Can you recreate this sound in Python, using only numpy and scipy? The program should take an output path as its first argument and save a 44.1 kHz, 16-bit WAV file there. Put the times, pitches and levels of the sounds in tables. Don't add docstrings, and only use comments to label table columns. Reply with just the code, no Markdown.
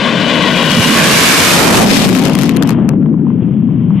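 import sys
import numpy as np
from scipy import signal
from scipy.fft import rfft, irfft
from scipy.io import wavfile
from scipy.ndimage import uniform_filter1d, minimum_filter1d, map_coordinates

SR = 44100
rng = np.random.default_rng(int(sys.argv[2]) if len(sys.argv) > 2 else 0)


def wav_record(signal):
    frames = np.transpose(np.atleast_2d(signal))
    bounded = np.clip(frames, -1, 1)
    quanta = np.round(bounded * 32767).astype(np.int16)
    wavfile.write(sys.argv[1], SR, quanta)


N = 176400

# time_s, level_db
FAR_HISS_FADER = [(0, -70), (2.0, -31), (2.5, -29.5), (2.75, -38), (2.95, -61), (3.22, -63.5), (3.3, -50),
                  (3.65, -48.5), (3.75, -50), (3.86, -49), (3.93, -44.5), (4, -35)]
# freq_hz, gain_db
FAR_HISS_EQ = [(300, -20.5), (700, -5), (1050, 9.5), (1400, -3.5), (2200, 0.5), (3200, 1.5), (3750, -13.5),
               (4400, -37), (9000, -57.5)]

# time_s, level_db, centre_hz
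WIND_TRACK = [(0, -56, 799), (1.0, -20, 948), (1.5, -22.5, 1001), (1.68, -12.5, 858), (1.82, -6, 684.8),
              (1.86, -16.5, 561.3), (2.1, -32, 559.6), (2.5, -49, 559.7), (3, -67.5, 560)]
# freq_hz, gain_db
WIND_EQ = [(25, -17.5), (55, -4.5), (120, 3.5), (350, -0.5), (520, -2.5), (750, 0.5), (1300, -6),
           (2500, -22.5), (6000, -48.5)]

# time_s, level_db, left_minus_right_db
RASP_TRACK = [(0, -52, 17), (.7, -26, 41), (1.2, -16, 0), (1.8, -25, -8), (1.865, -19, 18), (1.92, -13, 8),
              (2.055, -16.5, 15), (2.075, -31, 18), (2.12, -25, 20), (2.18, -22.5, 11), (2.28, -23.5, 13),
              (2.34, -28, 10), (2.37, -32, 19), (2.41, -24, 12), (2.5, -30, 9), (2.6, -49, 10),
              (2.72, -38, 27), (2.8, -88, -2)]
# freq_hz, gain_db
RASP_EQ = [(300, -11), (900, -6), (1600, -0.5), (2600, 2.5), (3700, 0.5), (5000, -1), (8000, -10.5),
           (14000, -16.5)]

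# start_s, level_db, left_minus_right_db
CRACKLE_CUES = [(2.072, -12, 20), (2.080, -19, 19), (2.086, -9, 24), (2.0915, -7, 25), (2.098, -10, 25),
                (2.129, -17.5, 20), (2.1363, -17.5, 19), (2.151, -10, 23), (2.166, -9.5, 24),
                (2.17, -14, 19), (2.1784, -15.5, 22), (2.188, -8.5, 29), (2.194, -11, 24),
                (2.2196, -13, 21), (2.2275, -22, 16), (2.2383, -6, 19), (2.2538, -3, 26),
                (2.283, -14.5, 21), (2.2973, -6.5, 26), (2.3521, -12, 18), (2.3538, -10.5, 21),
                (2.3888, -11, 24), (2.3948, -16.5, 22), (2.4123, -15.5, 22), (2.4212, -12.5, 18),
                (2.4342, -6.5, 23), (2.456, -25.5, 18), (2.494, -7.5, 29), (2.565, -13, 24),
                (2.5699, -9.5, 24), (2.6253, -5, 39), (2.634, -13.5, 30), (2.675, -18, 28),
                (2.6913, -17, 22), (2.6937, -12.5, 24), (2.7061, -12, 37), (2.891, -15, 37)]
# freq_hz, gain_db
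CRACKLE_EQ = [(400, -18), (1200, 10.5), (2500, 10.5), (4200, 3), (6500, 2), (10000, -1), (14000, -1.5)]

# time_s, level_db
SHOCK_FADER = [(0, -58), (1.6, -15), (1.9, -18), (2.29, -16), (2.34, -25), (2.39, -20), (2.5, -24),
               (2.72, -22.5), (2.92, -28.5), (2.98, -39.5), (3.04, -32.5), (3.1, -37), (3.23, -39.5),
               (3.29, -31.5), (3.34, -37), (3.65, -40), (3.75, -40.5), (3.97, -36.5)]
# freq_hz, gain_db
SHOCK_EQ = [(100, -16.5), (250, 1.5), (480, 2.5), (780, -2), (1050, -6.5), (1350, -10.5), (2100, -19),
            (3200, -27), (3900, -43.5), (5000, -56.5), (12000, -76)]

# start_s, relative_level_db
POP_CUES = [(2.351, -8), (2.625, -13), (2.693, -8.5), (2.706, -6), (2.726, -14), (2.747, -11), (2.764, -27),
            (2.802, -11), (2.886, -11), (2.892, -18), (2.908, -14), (2.936, -11), (3.015, -15.5),
            (3.061, -12), (3.141, -17), (3.177, -25.5), (3.268, -15), (3.303, -16), (3.689, -20),
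            (3.906, -12.5)]
# freq_hz, gain_db
POP_EQ = [(120, -5.5), (450, 6), (1000, 17.5), (1500, 3.5), (2200, -13.5), (3200, -11), (4200, -35),
          (6000, -52), (12000, -65)]

# time_s, pitch_hz, level_db, left_minus_right_db
WHINE_TRACK = [(0, 2976, -32.5, 11), (.55, 3005, -23, 10), (.85, 2914, -19, 7), (1.0, 2870, -27, 1),
               (1.25, 2826, -25, -9), (1.5, 2650, -35, 3), (2.2, 2381, -100, -0.5)]
# freq_hz, gain_db
WHINE_EQ = [(1500, -59), (2700, -24), (2900, -3), (3000, 0), (3090, -5), (3300, -23), (6000, -59.5)]

# time_s, top_band_hz, level_db, left_minus_right_db
HOWL_TRACK = [(0, 2517, -44, 9), (.85, 2490, -35.5, 6), (1.0, 2450, -16, -1.5), (1.12, 2407, -18.5, -5),
              (1.25, 2346, -19.5, -6), (1.47, 2226, -19.5, -4), (1.65, 1987, -29, 0), (1.9, 1717, -42, 2),
              (2.3, 1709, -94, 13.5)]
# freq_hz, gain_db
HOWL_EQ = [(600, -51.5), (950, -14.5), (1110, 5), (1290, -16.5), (1520, -2.5), (1710, 3.5), (1980, -12),
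           (2220, -7.5), (2400, 4), (2620, -24.5), (5000, -56.5)]

# time_s, delay_ms
GROUND_DELAY = [(0, 1.96), (.5, 2.06), (.85, 2.12), (1.0, 1.88), (1.2, 1.76), (1.6, 1.64)]
# time_s, level_db, left_minus_right_db
HISS_TRACK = [(0, -15.5, 8), (.35, -13.5, 8.5), (.7, -14.5, 8), (.9, -14.5, -3.5), (1.1, -16.5, -2),
              (1.35, -26, -3.5), (1.7, -36, -4.5), (2.1, -94, 12)]
# freq_hz, gain_db
HISS_EQ = [(100, -19), (300, -4), (640, 5), (840, -6.5), (1110, 4), (1330, -9), (1520, 1), (1750, -3),
           (2400, -2), (3400, -2.5), (4000, -8.5), (5500, -19.5), (8000, -28), (14000, -54)]

# time_s, level_db
BLAST_FADER = [(0, -71), (.6, -37), (.8, -20), (1.0, -15.5), (1.2, -11), (1.5, -10), (1.7, -12.5),
               (1.82, -8.5), (1.86, -22), (2.05, -20.5), (2.35, -56.5), (2.8, -92)]
# freq_hz, gain_db
BLAST_EQ = [(30, -23), (70, -1), (300, 9), (700, -1), (1300, 3.5), (2500, 4.5), (4000, 0), (7000, -2.5),
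            (10000, -6), (14000, -10.5)]

# time_s, level_db, centre_hz, left_minus_right_db
ROAR_TRACK = [(0, -15, 220.3, 5), (.55, -14.5, 212.7, 8), (.68, -16.5, 195.7, 5.5),
              (.755, -15.5, 177.1, -4), (.795, -2, 185, -10), (.83, -19.5, 196.7, -1),
              (.87, -9.5, 225.9, -5), (1.05, -14, 214.1, -2.5), (1.3, -17.5, 220.3, 1.5),
              (1.6, -16, 214.8, 1), (1.8, -5, 205.6, -0.5), (1.89, -8.5, 206, 4), (2.3, -7, 216.8, 11),
              (2.8, -8.5, 204.6, 7.5), (3.3, -10, 192.3, 7.5), (3.7, -11, 180.3, 7), (4.0, -10, 169.7, 5.5)]
# freq_hz, gain_db
ROAR_EQ = [(25, -46.5), (60, -28), (100, -18.5), (135, -4.5), (175, -1), (225, -1), (290, -7), (380, -18.5),
           (520, -30), (800, -48.5), (1600, -100)]
# time_s, side_to_mid_ratio
ROAR_WIDTH = [(0, 0.19), (.8, 0.18), (1.3, 0.14), (1.8, 0.056), (1.95, 0.39), (2.15, 0.46), (2.4, .13),
              (4, 0.087)]

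WIND_HZ, WHINE_HZ, HOWL_HZ, ROAR_HZ = 750, 3000, 2400, 200
APPROACH_WIDTH, RECEDING_WIDTH, RECEDING_PAN_DB = 0.1, 0.35, 8


def undb(db):
    return 10 ** (np.asarray(db) / 20)


def unit(x):
    return x / np.sqrt(np.mean(x ** 2))


def curve(table, column=1):
    rows = np.array(table, float)
    return np.interp(np.arange(N) / SR, rows[:, 0], rows[:, column])


def wobble(rate_hz):
    hold = max(int(SR / rate_hz), 1)
    steps = np.repeat(rng.standard_normal(N // hold + 1), hold)
    return unit(uniform_filter1d(steps, hold)[:N])


def eq(x, points):
    rows = np.array(points, float)
    hz = np.maximum(np.arange(N // 2 + 1) * SR / N, 1)
    gain = unit(undb(np.interp(np.log(hz), np.log(rows[:, 0]), rows[:, 1])))
    cepstrum = irfft(np.log(gain), N)
    cepstrum[1:N // 2] *= 2
    cepstrum[N // 2 + 1:] = 0
    return irfft(rfft(x) * np.exp(rfft(cepstrum)), N)


def mid_side(mid, side, width):
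    return mid + width * side * np.array([[1], [-1]])


def noise(width):
    return mid_side(rng.standard_normal(N), rng.standard_normal(N), width)


def pan(left_minus_right_db):
    right = 2 / (1 + undb(np.atleast_1d(left_minus_right_db)))
    return np.array([2 - right, right])


def varispeed(x, positions):
    return np.array([map_coordinates(side, [positions], order=3, mode="grid-wrap") for side in x])


def ground_bounce(direct, share):
    delay_samples = curve(GROUND_DELAY) / 1000 * SR
    return direct + share * varispeed(direct, np.arange(N) - delay_samples)


def gliding_bands(track, tone, rest_hz):
    bands = eq(noise(APPROACH_WIDTH), tone)
    glide = varispeed(bands, np.cumsum(curve(track)) / rest_hz)
    return glide * undb(curve(track, column=2)) * pan(curve(track, column=3))


def far_hiss():
    air = eq(noise(RECEDING_WIDTH), FAR_HISS_EQ)
    return air * undb(curve(FAR_HISS_FADER) + 1.7 * wobble(20)) * pan(RECEDING_PAN_DB)


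def wind():
    gust = eq(noise(width=0.8) * unit(undb(0.91 * wobble(70))), WIND_EQ)
    whoosh = varispeed(gust, np.cumsum(curve(WIND_TRACK, column=2)) / WIND_HZ)
    return whoosh * undb(curve(WIND_TRACK))


def mic_rasp(swing, threshold=0.55, bed=0.2, flicker_db=2.5):
    overload = np.clip(-swing - threshold, 0, 0.54)
    gate = unit((bed + overload) * undb(flicker_db * wobble(180)))
    spit = eq(noise(width=0.96) * gate, RASP_EQ)
    return spit * undb(curve(RASP_TRACK)) * pan(curve(RASP_TRACK, column=2))


def mic_crackles(rise_s=0.0007, decay_s=0.0009, ring_hz=4200, ring_s=0.0025):
    snaps, rings = np.zeros((2, N)), np.zeros((2, N))
    age = np.arange(-SR // 100, SR // 50) / SR
    spit_envelope = np.exp(-np.abs(age) / np.where(age < 0, rise_s, decay_s))
    ring_envelope = (age > 0) * undb(-15) * np.exp(-np.abs(age) / ring_s)
    ring = ring_envelope * np.sin(2 * np.pi * ring_hz * age)
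    for start_s, level_db, pan_db in CRACKLE_CUES:
        gains = undb(level_db) * pan(pan_db)
        spike = (age == 0) * undb(12) * rng.choice([-1, 1])
        spit = spit_envelope * rng.standard_normal(len(age))
        i = int((start_s + age[0]) * SR)
        snaps[:, i:i + len(age)] += gains * (spike + spit)
        rings[:, i:i + len(age)] += gains * ring
    return eq(snaps, CRACKLE_EQ) + rings


def shocks(fronts_per_s=650, scatter_db=2.9, surge_db=1.8, rush=0.5):
    hits = rng.random(N) < fronts_per_s / SR
    sizes = undb(scatter_db * np.minimum(rng.exponential(size=N), 3.5))
    fronts = unit(hits * sizes * undb(surge_db * wobble(21.95)))
    sputter = unit(fronts - fronts.mean() + rush * rng.standard_normal(N))
    stereo = mid_side(sputter, sputter * rng.standard_normal(N), RECEDING_WIDTH)
    return eq(stereo, SHOCK_EQ) * undb(curve(SHOCK_FADER)) * pan(RECEDING_PAN_DB)


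def pops(boost_db=7, tail_s=0.0025, tail_db=-22):
    fronts = np.zeros(N)
    age = np.arange(SR // 50) / SR
    spike = age == 0
    for start_s, level_db in POP_CUES:
        tail = undb(tail_db) * np.exp(-age / tail_s) * rng.standard_normal(len(age))
        i = int(start_s * SR)
        fronts[i:i + len(age)] += undb(level_db + boost_db) * (spike + tail)
    return eq(fronts, POP_EQ) * pan(RECEDING_PAN_DB)


def whine():
    return gliding_bands(WHINE_TRACK, WHINE_EQ, WHINE_HZ)


def howl():
    return gliding_bands(HOWL_TRACK, HOWL_EQ, HOWL_HZ)


def hiss():
    direct = eq(noise(APPROACH_WIDTH), HISS_EQ) * undb(0.85 * wobble(25))
    hollow = ground_bounce(direct, share=0.32)
    return hollow * undb(curve(HISS_TRACK)) * pan(curve(HISS_TRACK, column=2))


def blast():
    tearing = unit(undb(1.1 * wobble(400) + 0.5 * wobble(30)))
    direct = eq(noise(width=0.7) * tearing, BLAST_EQ)
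    return ground_bounce(direct, share=0.16) * undb(curve(BLAST_FADER)) * pan(0.5)


def plume_eddies(waver=0.025, swell_db=0.8):
    eddies = eq(noise(curve(ROAR_WIDTH)), ROAR_EQ)
    power = uniform_filter1d(np.mean(eddies ** 2, axis=0), size=1400, mode="wrap")
    levelled = eddies / np.sqrt(power)
    centre_hz = curve(ROAR_TRACK, column=2) * (1 + waver * wobble(9))
    return varispeed(levelled, np.cumsum(centre_hz) / ROAR_HZ) * undb(swell_db * wobble(14))


def roar(swing):
    return swing * undb(curve(ROAR_TRACK)) * pan(curve(ROAR_TRACK, column=3))


def scene():
    swing = plume_eddies()
    flyby = roar(swing) + hiss() + whine() + howl() + blast() + wind()
    wake = shocks() + far_hiss() + pops()
    return flyby + wake + mic_rasp(swing) + mic_crackles()


def record(dry):
    ceiling, clip_level, window_s, top_hz = 0.8, 0.81, 0.0035, 14000
    window = int(window_s * SR)
    detector = np.abs(uniform_filter1d(dry, size=14))
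    gain = minimum_filter1d(ceiling / np.maximum(detector, ceiling), window)
    smooth_gain = uniform_filter1d(uniform_filter1d(gain, window // 2), window // 2)
    clipped = np.clip(dry * smooth_gain, -clip_level, clip_level)
    top_cut = signal.ellip(10, 0.1, 70, top_hz, fs=SR, output="sos")
    return signal.sosfilt(top_cut, clipped)


dry = scene()
out = record(dry)
wav_record(out)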